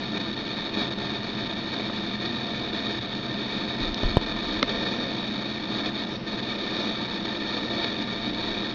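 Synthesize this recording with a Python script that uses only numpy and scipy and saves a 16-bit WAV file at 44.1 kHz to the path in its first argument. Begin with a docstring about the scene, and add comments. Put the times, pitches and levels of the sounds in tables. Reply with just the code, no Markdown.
"""An old desktop computer in a quiet room, close to a hand-held mono microphone.
Throughout: fan air through the plastic case's resonances, motor hum, thin drive whine, a surge each second.
Near 1.9 s, one light plastic click. From 3.8 s the hand shifts on the microphone's housing: rumble,
dull knocks, more clicks. From 4.7 s the palm brushes it now and then; a faint rumble returns at 8.1 s."""
import sys
import numpy as np
from scipy import signal
from scipy.fft import rfft, irfft
from scipy.io import wavfile
from scipy.ndimage import uniform_filter1d

SR = 44100
rng = np.random.default_rng(int(sys.argv[2]) if len(sys.argv) > 2 else 0)


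def dump_mix(stems):
    """Bounce the given channels to the path in sys.argv[1] as a 16-bit WAV at rate SR."""
    frames = np.atleast_2d(stems).T  # one column per channel
    limited = np.clip(frames, -1, 1)  # hard clip at full scale
    pcm = np.round(limited * 32767).astype(np.int16)
    wavfile.write(sys.argv[1], SR, pcm)


N = 385434
TIME_S = np.arange(N) / SR
BINS_HZ = np.maximum(np.arange(N // 2 + 1) * SR / N, 1)

# case and vent resonances (frequency [Hz], width [Hz], density [dB])
CASE_MODES = [(197.2, 25.3, -55.5), (237.3, 19, -58), (308.2, 67.3, -56.5), (406.4, 20.7, -61),
              (532, 150, -67), (692.5, 63, -63.7), (901, 56, -65), (1030, 80, -71), (1200, 58, -67),
              (1340, 160, -71.5), (1613, 65, -70), (1804.5, 94, -63), (2288, 116, -66.5), (2472, 75, -67.5),
              (3512, 293, -66.5), (3636, 120, -62), (3796, 130, -61.5), (4265, 100, -68),
              (4412, 168, -67.5), (4720, 110, -77), (5140, 370, -84), (5320, 191, -89.5),
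              (5570, 129, -87.5), (6160, 77, -99), (6543, 260, -89.5), (7230, 180, -104.6)]
# air rush between the resonances (frequency [Hz], density [dB])
AIR_SPECTRUM = [(15, -74.5), (28, -70.5), (62, -74), (100, -67), (155, -82.5), (480, -70.5), (790, -83),
                (1500, -82), (2050, -86.5), (3100, -82), (4050, -91), (6000, -90.5), (7000, -122.5),
                (7700, -129.5)]
# fan and motor hum low, drive whine high (frequency [Hz], level [dB])
MOTOR_TONES = [(129.2, -50.5), (212.6, -40), (236.9, -46), (336.5, -47), (425.3, -58), (678.3, -56),
               (839.8, -55.5), (942.1, -69), (1559.8, -65.5), (1752.3, -59), (1903.0, -64), (2271.8, -56),
               (2370.0, -57.5), (2438, -56), (2468.2, -66.5), (3005.2, -61.5), (3127, -64.5),
               (3228.6, -65.5), (3495.1, -62), (3593.4, -51.5), (3662, -50.5), (3732.0, -54),
               (3785.8, -51.5), (3830.2, -58), (3936.5, -64), (4199.0, -57), (4305.3, -58.5), (4403.5, -50),
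               (4469, -55), (6620.1, -73.5)]
# slow swell of the whir (time [s], gain [dB])
WHIR_SWELL = [(0.0, -2), (1.05, 0.5), (1.5, -1), (2.3, -0.5), (3.25, -1), (3.7, 0), (4.3, 1.5), (4.95, 1),
              (5.25, 0), (5.6, -1.5), (6.1, 0), (6.35, 0.5), (6.65, -0.1), (7.15, -0.25), (7.7, 1.1),
              (8.1, -0.5), (8.55, 1), (8.73, -1)]
# whir surges, about 1 s apart (start [s], length [s], gain [dB])
WHIR_SURGES = [(0.147, 0.12, 2), (0.736, 0.1, 3.5), (1.721, 0.089, 3), (2.72, 0.21, 2.5), (3.807, 0.066, 3),
               (4.674, 0.22, 1.5), (5.712, 0.15, 3), (6.742, 0.17, 2), (7.74, 0.14, 2)]
# brief hiss dips (start [s], length [s], depth [dB])
HISS_DIPS = [(0.108, 0.011, 6), (0.182, 0.016, 8), (0.35, 0.013, 6), (0.706, 0.031, 4.5),
             (0.893, 0.012, 10), (0.939, 0.046, 8), (1.17, 0.056, 4), (1.252, 0.015, 6), (1.478, 0.014, 8),
             (2.162, 0.039, 5), (2.703, 0.024, 5), (2.994, 0.016, 9), (3.217, 0.011, 5.5),
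             (3.755, 0.025, 4), (3.894, 0.074, 4), (4.182, 0.027, 8.5), (4.251, 0.0096, 16),
             (4.327, 0.036, 6), (4.598, 0.082, 3.5), (5.66, 0.014, 4), (5.9, 0.045, 5), (6.052, 0.017, 7),
             (6.055, 0.12, 3), (6.168, 0.098, 13), (6.408, 0.017, 10), (6.566, 0.016, 8), (7.381, 0.02, 6),
             (8.045, 0.029, 5.5), (8.312, 0.018, 8), (8.359, 0.014, 7)]
# brief hiss flares (time [s], gain [dB])
HISS_FLARES = [(0.177, 4.5), (0.912, 1), (0.985, 6), (2.257, 9.5), (2.742, 5.5), (3.845, 3), (4.695, 7.5),
               (5.864, 8.5), (7.256, 8), (7.571, 5), (7.846, 7), (8.025, 5), (8.551, 6)]
# boom of the case (time [s], rms level [dB])
BOOM_LEVEL = [(0, -45), (1.8, -44), (3.3, -43), (4.3, -49), (5.2, -46), (6.3, -46.5), (7.2, -48.5),
              (8.7, -48)]
# background hiss (frequency [Hz], density [dB])
ROOM_SPECTRUM = [(100, -82.5), (3000, -81), (5000, -88), (6200, -102), (7200, -120)]
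# plastic contacts (time [s], level [dB], low edge [Hz], high edge [Hz])
CLICKS = [(1.898, -7, 300, 1610), (3.9442, -2, 3300, 5900), (4.034, -8, 3500, 5800),
          (4.6283, 7.5, 1400, 4800), (4.62945, 3.5, 200, 2000)]
# ringing of the clicked plastic (frequency [Hz], gain [dB], t60 [s])
PLASTIC_MODES = [(260, -15, 0.026), (576, -20, 0.028), (1260, -14, 0.0071), (2130, -20, 0.012),
                 (3050, -24, 0.0045), (3700, -23, 0.0091), (4130, -16, 0.0061), (5150, -19, 0.0037),
                 (5940, -23, 0.0046)]
# finger drags on the housing (start [s], length [s], rms level [dB])
FINGER_RUBS = [(3.8, 0.14, -37), (4.037, 0.092, -29), (4.184, 0.33, -45), (4.44, 0.38, -46),
               (8.1, 0.73, -49.5)]
# finger rumble (frequency [Hz], relative density [dB])
RUMBLE_SPECTRUM = [(12, -20.5), (24, -2.5), (34, -1.5), (55, -10.5), (100, -10), (200, -26), (600, -31.5),
                   (2000, -73)]
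# knocks on the housing (time [s], level [dB], contact time [s])
KNOCKS = [(4.0338, -13, 0.00042), (4.037, -13.5, 0.00021), (4.052, -18.5, 0.00053), (4.0622, -21, 0.00054),
          (4.086, -25, 0.00016), (4.1703, -0.9, 0.00027)]
# ringing of the knocked housing (frequency [Hz], gain [dB], t60 [s])
HOUSING_MODES = [(1000, -24.5, 0.049), (1400, -33, .014), (1810, -26, .012), (2380, -29, .008),
                 (3050, -18, 0.0098)]
# palm strokes (start [s], length [s], rub level [dB], rustle level [dB])
PALM_BRUSHES = [(4.68, 0.43, -41, -56), (6.1, 0.049, -48, -49), (6.15, 0.85, -47.5, -64),
                (6.773, 0.11, -45, -54), (7.45, 0.35, -42.5, -59), (8.45, 0.18, -52, -60)]


def from_db(db):
    """Decibels to gain."""
    return 10 ** (np.asarray(db) / 20)


def curve(points):
    """(time [s], value) points at every sample."""
    return np.interp(TIME_S, *np.transpose(points))


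def spectrum(points):
    """(frequency [Hz], level [dB]) points to gain per bin."""
    hz, db = np.transpose(points)
    return from_db(np.interp(np.log(BINS_HZ), np.log(hz), db))


def gate(start_s, length_s, attack_s, release_s):
    """Trapezoid envelope, half open at start and end."""
    rise = (TIME_S - start_s) / attack_s
    fall = (start_s + length_s - TIME_S) / release_s
    return np.clip(.5 + np.minimum(rise, fall), 0, 1)


def noise(density):
    """Steady noise of given amplitude per root Hz."""
    return irfft(rfft(rng.standard_normal(N)) * density * np.sqrt(SR / 2), N)


def noise_band(centre_hz, width_hz, slope=4, stages=1):
    """Unit-rms noise around a centre frequency."""
    x = noise(1 / (1 + ((BINS_HZ - centre_hz) / width_hz) ** slope) ** stages)
    return x / np.std(x)


def drift(rate_hz):
    """Unit-rms random wander, mostly below rate_hz."""
    return noise_band(0, rate_hz, slope=2)


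def split(x, edge_hz):
    """Parts below and above an edge."""
    low = irfft(rfft(x) / (1 + (BINS_HZ / edge_hz) ** 6), N)
    return low, x - low


def even_out(x, share, window_s=0.0057):
    """Remove a share of the level swings; keep mean power."""
    power = uniform_filter1d(x ** 2, round(window_s * SR)) + 1e-12
    even = x / power ** (share / 2)
    return even * np.std(x) / np.std(even)


def butterworth(x, edges_hz, kind, order=2):
    """Causal Butterworth filter."""
    return signal.sosfilt(signal.butter(order, edges_hz, kind, fs=SR, output="sos"), x + 1e-18)


def impulse(time_s, db):
    """One nonzero sample."""
    x = np.zeros(N)
    x[round(time_s * SR)] = from_db(db)
    return x


def ring(x, hz, t60_s):
    """One mode: a unit impulse starts a decaying unit sine."""
    radius, angle = from_db(-60 / (t60_s * SR)), 2 * np.pi * hz / SR
    return signal.lfilter([0, np.sin(angle)], [1, -2 * radius * np.cos(angle), radius ** 2], x + 1e-18)


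def fan_air(gain_db=0.31):
    """Turbulence, strongest where the case resonates."""
    power = spectrum(AIR_SPECTRUM) ** 2
    for hz, width_hz, db in CASE_MODES:
        power += from_db(db) ** 2 / (1 + ((BINS_HZ - hz) / width_hz) ** 2) ** 3
    return from_db(gain_db) * noise(np.sqrt(power))


def motor_tones(gain_db=-1.0, wander_hz=1.113, shimmer_db=2.5):
    """Rotor tones, each wandering slightly in pitch and level."""
    tones = np.zeros(N)
    for hz, db in MOTOR_TONES:
        cycles = np.cumsum(hz + wander_hz * drift(rate_hz=2.38)) / SR + rng.random()
        amplitude = np.sqrt(2) * from_db(db + shimmer_db * drift(rate_hz=21))
        tones += amplitude * np.sin(2 * np.pi * cycles)
    return from_db(gain_db) * tones


def hiss_waver_db(sag_db=1.62, flutter_db=1.4, chatter_db=2.0, rasp_db=2.25, crest_db=1.5,
                  flare_width_s=0.0034):
    """Fast level changes: timed dips and flares, random sags and roughness."""
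    dips = sum(db * gate(start_s, length_s, attack_s=0.0079, release_s=0.23 * length_s)
               for start_s, length_s, db in HISS_DIPS)
    flares = sum(db * np.exp(-.5 * ((TIME_S - time_s) / flare_width_s) ** 2)
                 for time_s, db in HISS_FLARES)
    sags = sag_db * np.maximum(drift(rate_hz=20), 0)
    flutter = flutter_db * drift(rate_hz=45)
    chatter = chatter_db * noise_band(centre_hz=86, width_hz=62)
    rasp = rasp_db * drift(rate_hz=190)
    roughness = np.minimum(flutter + chatter + rasp, crest_db)   # deep troughs, flat crests
    return roughness + flares - dips - sags


def computer_whir(bass_db=0.14, mid_db=0.03, hiss_db=-0.66, bass_swell_share=0.2, mid_waver_share=0.42):
    """Fan air plus motors: bass nearly steady, mids and hiss surging and wavering in step."""
    bass, upper = split(fan_air() + motor_tones(), edge_hz=270)
    mids, treble = split(upper, edge_hz=1320)
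    hiss = sum(even_out(part, share=0.4) for part in split(treble, edge_hz=4200))
    surges_db = sum(db * gate(start_s, length_s, attack_s=0.04, release_s=0.04)
                    for start_s, length_s, db in WHIR_SURGES)
    swell_db = curve(WHIR_SWELL) + surges_db
    waver_db = hiss_waver_db()
    return (bass * from_db(bass_db + bass_swell_share * swell_db)
            + mids * from_db(mid_db + swell_db + mid_waver_share * waver_db)
            + hiss * from_db(hiss_db + swell_db + waver_db))


def case_boom():
    """Lowest resonance of the air in the case; weaker once the microphone has moved."""
    return from_db(curve(BOOM_LEVEL)) * noise_band(centre_hz=126.4, width_hz=18, slope=2, stages=1.5)


def room_hiss():
    """Faint, even background hiss."""
    return noise(spectrum(ROOM_SPECTRUM))


def plastic_clicks(snap_db=-2, top_hz=6300):
    """Each contact is a band-limited snap that rings the plastic."""
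    force = sum(butterworth(impulse(time_s, db), [low_hz, high_hz], "band")
                for time_s, db, low_hz, high_hz in CLICKS)
    ringing = sum(from_db(db) * ring(force, hz, t60_s) for hz, db, t60_s in PLASTIC_MODES)
    return butterworth(from_db(snap_db) * force + ringing, top_hz, "low", order=8)


def finger_rumble():
    """Dragging fingers shake the microphone; one slip of the grip leaves it wobbling."""
    rumble = noise(spectrum(RUMBLE_SPECTRUM))
    pressure = sum(from_db(db) * gate(start_s, length_s, attack_s=0.008, release_s=0.029)
                   for start_s, length_s, db in FINGER_RUBS)
    wobble = ring(impulse(time_s=4.045, db=-17.5), hz=31, t60_s=0.38)
    return pressure * rumble / np.std(rumble) - wobble


def housing_knocks(rebound_share=0.36, rebound_delay_s=0.0041, rebound_width_s=0.00098):
    """A short push, a slower spring back, and a crack from the ringing housing."""
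    push, touches = np.zeros(N), np.zeros(N)
    for time_s, db, contact_s in KNOCKS:
        press = np.exp(-.5 * ((TIME_S - time_s) / contact_s) ** 2)
        rebound = np.exp(-.5 * ((TIME_S - time_s - rebound_delay_s) / rebound_width_s) ** 2)
        push += from_db(db) * (press - rebound_share * rebound)
        touches += impulse(time_s - contact_s, db)
    return push + sum(from_db(db) * ring(touches, hz, t60_s) for hz, db, t60_s in HOUSING_MODES)


def palm_brushes(edge_s=0.12):
    """Palm friction on the housing: hollow swells with a faint high rustle."""
    rub = noise_band(centre_hz=524, width_hz=94)
    rustle = noise_band(centre_hz=5300, width_hz=620)
    strokes = np.zeros(N)
    for start_s, length_s, rub_db, rustle_db in PALM_BRUSHES:
        friction = from_db(rub_db) * rub + from_db(rustle_db) * rustle
        strokes += gate(start_s, length_s, edge_s, edge_s) * friction
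    return strokes


def scene():
    """One microphone feeds both channels."""
    background = computer_whir() + case_boom() + room_hiss()
    handling = plastic_clicks() + finger_rumble() + housing_knocks() + palm_brushes()
    mono = background + handling
    return np.array([mono, mono])


def record(dry, mic_top_hz=7400, full_scale=0.99, output_top_hz=16000):
    """Narrow-band microphone; the hardest knock overloads, adding a thin snap above the band."""
    mic_lowpass = signal.ellip(10, .1, 80, mic_top_hz, fs=SR, output="sos")
    output_lowpass = signal.ellip(10, .1, 80, output_top_hz, fs=SR, output="sos")
    clipped = np.clip(signal.sosfilt(mic_lowpass, dry), -full_scale, full_scale)
    return signal.sosfilt(output_lowpass, clipped)


dry = scene()
out = record(dry)
dump_mix(out)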